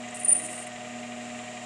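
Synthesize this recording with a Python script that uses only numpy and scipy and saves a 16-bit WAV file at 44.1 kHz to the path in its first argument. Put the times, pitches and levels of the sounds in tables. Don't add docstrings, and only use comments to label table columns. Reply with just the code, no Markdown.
import sys
import numpy as np
from scipy import signal
from scipy.fft import rfft, irfft, next_fast_len
from scipy.io import wavfile
from scipy.ndimage import uniform_filter1d, map_coordinates

SR = 44100
rng = np.random.default_rng(int(sys.argv[2]) if len(sys.argv) > 2 else 0)


def waveform_to_disk(signal):
    frames = np.transpose(np.atleast_2d(signal))
    scaled = np.clip(frames, -1, 1) * 32767
    samples = np.round(scaled).astype(np.int16)
    wavfile.write(sys.argv[1], SR, samples)


def amplitude_ratio(level_db):
    exponent = np.asarray(level_db, float) / 20
    return 10 ** exponent


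N = 72765
TIME = np.arange(N) / SR
TURN_HZ, TEETH = 11.068, 56
TURN = round(SR / TURN_HZ)


def unit(x):
    return x / np.sqrt(np.mean(x ** 2) + 1e-20)


def curve(rows, outside=None):
    return np.interp(TIME, *np.transpose(rows), left=outside, right=outside)


def level(rows):
    return amplitude_ratio(curve(rows, outside=-150))


def bumps(centre_s, length_s, level_db):
    distance = (TIME - centre_s[:, None]) / length_s[:, None]
    return amplitude_ratio(level_db) @ np.exp(-(3 * distance) ** 2)


def wobble(rate_hz):
    points = rng.standard_normal(int(N * rate_hz / SR) + 4)
    return map_coordinates(points, [TIME * rate_hz])


def filtered(x, response):
    size = next_fast_len(N + SR // 2)
    spectrum = rfft(x, size) * response(np.fft.rfftfreq(size, 1 / SR))
    return irfft(spectrum, size)[:N]


def resonant(x, peaks):
    def response(f):
        total = 0
        for k, (hz, width, db) in enumerate(peaks):
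            sign = (-1) ** k
            total = total + sign * amplitude_ratio(db) * 1j * f * width / (hz * hz - f * f + 1j * f * width)
        return total
    return unit(filtered(x, response))


def narrow(hz, width_hz):
    peak = [(hz, width_hz, 0)]
    return resonant(resonant(rng.standard_normal(N), peak), peak)


def tone(hz, db, phase):
    return np.sqrt(2) * amplitude_ratio(db) * np.cos(2 * np.pi * hz * TIME - phase)


def add_ring(out, start_s, hz, db, t60, rise_s):
    t = np.arange(SR // 10) / SR
    fade = np.sqrt(2) * amplitude_ratio(db - 60 * t / t60) * (1 - np.exp(-t / rise_s))
    out[round(start_s * SR):][:len(t)] += fade * np.sin(2 * np.pi * hz * t)


def motor():
    # pitch_hz [Hz], level_db [dB rms]
    hum = [(120, -57), (156.8, -68), (203.6, -61), (360, -69), (407.3, -67), (432.1, -68), (480, -66),
           (497.5, -66), (762.7, -67), (839, -68), (1042, -68), (675.7, -60), (791.8, -65), (973.7, -67)]
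    # pitch_hz [Hz], level_db [dB rms]
    beat = [(720.2, -51), (733.6, -48)]
    # start_s [s], level_db [dB]
    drone = [(0.0, -42), (0.032, -41.5), (0.118, -47), (0.826, -48.5), (0.95, -41.5), (1.378, -42.5),
             (1.456, -47), (1.65, -46)]
    beat_peak_s, drone_hz = 1.188, 240.1
    lines = sum(tone(hz, db + 0.27 * wobble(10), 2 * np.pi * rng.random()) for hz, db in hum)
    pair = sum(tone(hz, db + .5 * wobble(6.25), 2 * np.pi * hz * beat_peak_s) for hz, db in beat)
    return lines + pair + tone(drone_hz, curve(drone), 0)


def gear_whine():
    # distance from the mesh tone [shaft turn rates], level_db [dB rms]
    mesh = [(-2, -61), (-1, -62), (0, -48.5), (1, -68), (2, -61), (3, -63)]
    mesh_peak_s = 0.057
    spindle_hz, spindle_db, spindle_peak_s = 5.9, -61, 1.345
    whine = np.zeros(N)
    for k, db in mesh:
        phase = 2 * np.pi * (k * TURN_HZ * mesh_peak_s + k % 2 / 4)
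        whine += tone((TEETH + k) * TURN_HZ, db + .4 * wobble(6.05), phase)
    phase = -2 * np.pi * spindle_hz * spindle_peak_s
    return whine + tone(TEETH * TURN_HZ - spindle_hz, spindle_db, phase)


def gear_rattle():
    # pitch_hz [Hz], width_hz [Hz], level_db [dB]
    case = [(428, 60, -1), (678, 97, 1), (1218, 43, 3), (1545, 280, -7), (1881, 45, 6), (2022, 72, 5),
            (2360, 740, 2), (2906, 250, 4.5), (3148, 170, 1), (3956, 270, -3)]
    # first start_s [s], gain_db [dB], 60 dB fade t60 [s]
    lash = [
        (.0335, 6, .07),
        (.077, 4, .1),
    ]
    memory = 0.57
    turns = rng.standard_normal((N // TURN + 9, TURN))
    teeth = signal.lfilter([1], [1, -memory], turns, axis=0).ravel()[-N:]
    swell = 1
    for s, db, t60 in lash:
        since_slap_s = (TIME - s) % (TURN / SR)
        swell = swell + (amplitude_ratio(db) - 1) * amplitude_ratio(-60 * since_slap_s / t60)
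    rattle = filtered(resonant(swell * teeth, case), lambda f: 1 / (1 + (f / 5000) ** 4))
    return amplitude_ratio(-46.5) * rattle


def gear_knocks():
    # first start_s [s], pitch_hz [Hz], level_db [dB], 60 dB fade t60 [s]
    knock_rows = [(.0335, 2350, -44, .04), (.034, 2800, -44, .035), (.035, 1992, -45, .11),
                  (.040, 3900, -55, .04), (.040, 2480, -47, .04), (.036, 3200, -53, .05),
                  (.051, 2050, -48, .04), (.055, 2390, -49, .05), (.077, 1880, -49, .09),
                  (.082, 2003, -46, .04), (.082, 2750, -48, .06), (.094, 2830, -48, .03),
                  (.110, 1870, -51, .04), (.058, 1220, -53, .08)]
    # start_s [s], gain_db [dB]
    load_rows = [
        (.15, 0),
        (.3, 2.5),
        (.62, 2.5),
        (.72, 0),
    ]
    load_above_hz, scatter_db, drift_s = 2300, .9, .00003
    load = np.pad(curve(load_rows)[TURN // 2::TURN], (0, 2))
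    knocks = np.zeros(N + SR)
    for s, hz, db, t60 in knock_rows:
        size, late = rng.standard_normal((2, N // TURN + 1))
        for k, start in enumerate(s + drift_s * np.cumsum(late)):
            strength = db + scatter_db * size[k] + (hz > load_above_hz) * load[k]
            add_ring(knocks, start + k * TURN / SR, hz, strength, t60, rise_s=.0009)
    return knocks[:N]


def air():
    # pitch_hz [Hz], level_db [dB per Hz]
    colour = [(30, -13.5), (300, -2), (1500, -4.5), (4500, -12), (6200, -10.5), (7300, -1.5), (8600, -11.5),
              (13400, -41)]
    hz, db = np.transpose(colour)
    hiss = filtered(rng.standard_normal(N),
                    lambda f: amplitude_ratio(np.interp(np.log(f + 1), np.log(hz), db, right=-120)))
    return amplitude_ratio(-47 + 0.35 * wobble(18) + 0.38 * wobble(3.5)) * unit(hiss)


def flicking_chips():
    # start_s [s], pitch_hz [Hz], level_db [dB], 60 dB fade t60 [s]
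    chip_rows = [
        (.0875, 6530, -31, 0.0053),
        (.109, 8100, -34, 0.01),
        (.143, 8550, -39, 0.018),
        (.171, 8100, -39, 0.012),
        (.602, 10600, -55, .03),
        (.668, 8600, -43, .03),
        (.671, 9500, -44, .025),
        (.674, 10700, -50, .02),
        (1.39, 7200, -46, .02),
    ]
    chips = np.zeros(N + SR)
    for s, hz, db, t60 in chip_rows:
        add_ring(chips, s, hz, db, t60, rise_s=0.00035)
    return chips[:N]


def cutting_hiss():
    # start_s [s], level_db [dB]
    pressure = [(.14, -70), (.15, -47), (.18, -46), (.195, -45), (.46, -42.5), (.49, -43.5), (.52, -43),
                (.638, -41.5), (.65, -47)]
    # centre_s [s], length_s [s], level_db [dB]
    scrapes = [
        (.147, .008, -45),
        (.159, .016, -43),
        (.170, .006, -44),
        (.196, .006, -45),
        (.672, .018, -41),
        (.888, .012, -60),
        (1.627, .01, -58),
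    ]
    # pitch_hz [Hz], width_hz [Hz], level_db [dB]
    shank = [(6860, 970, -12.5), (7820, 500, -3), (8650, 580, -2), (9560, 250, -0.5), (10600, 870, -19)]
    grit = rng.standard_normal(N) * amplitude_ratio(2.5 * wobble(60) + 2.5 * wobble(300))
    return (level(pressure) + bumps(*np.transpose(scrapes))) * resonant(grit, shank)


def feed_rumble():
    feed_s = (.2, .3, .57, .63)
    feed = np.interp(TIME, feed_s, [0, 1, 1, 0]) * amplitude_ratio(-53)
    rumble = narrow(315, 70) + .6 * narrow(480, 90) + 1.1 * narrow(640, 105) + 0.37 * narrow(180, 68)
    return feed * rumble


def squeal():
    # centre_s [s], length_s [s], peak level_db [dB rms], pitch_hz [Hz]
    bursts = [(0.198, 0.019, -37, 9420), (0.236, 0.0073, -31, 9450), (.250, .010, -20.5, 9350),
              (.256, 0.013, -28, 9330), (0.269, 0.027, -35.5, 9300), (0.28, 0.0031, -27, 9400),
              (0.2853, 0.01, -16.5, 9300), (0.294, .011, -15, 9220), (.302, 0.01, -18, 9230),
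              (0.3083, .010, -20.5, 9250), (0.3167, 0.0068, -16.5, 9250), (.3235, 0.0084, -14.5, 9180),
              (.327, 0.006, -20.5, 9200), (.3305, 0.0098, -14.5, 9240), (.335, .005, -26, 9250),
              (0.342, .005, -28, 9250), (0.345, 0.0031, -30, 9250), (.353, 0.01, -27, 9250),
              (.3585, 0.012, -25, 9300), (0.367, 0.0045, -20, 9300), (0.388, .04, -32.5, 9350),
              (0.421, 0.087, -47, 9300), (0.456, 0.042, -44, 9280)]
    s, length, db, hz = np.transpose(bursts)
    swell = bumps(s, length, db)
    pitch = np.interp(TIME, s, hz) + 30 * wobble(180)
    roughness = np.sqrt(2) * amplitude_ratio(.7 * wobble(300))
    ring = roughness * np.sin(2 * np.pi * np.cumsum(pitch) / SR)
    spray = resonant(rng.standard_normal(N), [(7570, 390, -5), (8880, 240, 11), (10000, 900, -7)])
    return swell * ring + amplitude_ratio(-16) * uniform_filter1d(swell, size=400) * spray


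def whistles():
    # start_s [s], level_db [dB]
    tip = [(.18, -70), (.195, -45), (.23, -47), (.28, -42), (.36, -33.5), (.40, -40), (.462, -41.5),
           (.472, -46), (.50, -56)]
    # start_s [s], level_db [dB]
    chip = [
        (.5, -66),
        (.52, -42),
        (.55, -47),
        (.6, -47),
        (.632, -46),
        (.642, -67),
    ]
    return level(tip) * narrow(9350, 300) + level(chip) * narrow(8720, 200)


def scene():
    gears = gear_whine() + gear_rattle() + gear_knocks()
    cut = flicking_chips() + cutting_hiss() + feed_rumble()
    return (motor() + gears + air() + cut + squeal() + whistles())[None]


def roll_off(x):
    return signal.sosfilt(signal.butter(12, 13490, fs=SR, output="sos"), x)


def record(dry):
    mix = filtered(dry[0], lambda f: 1 / np.sqrt(1 + (f / 12300) ** 24))[None]
    return roll_off(mix)


dry = scene()
out = record(dry)
waveform_to_disk(out)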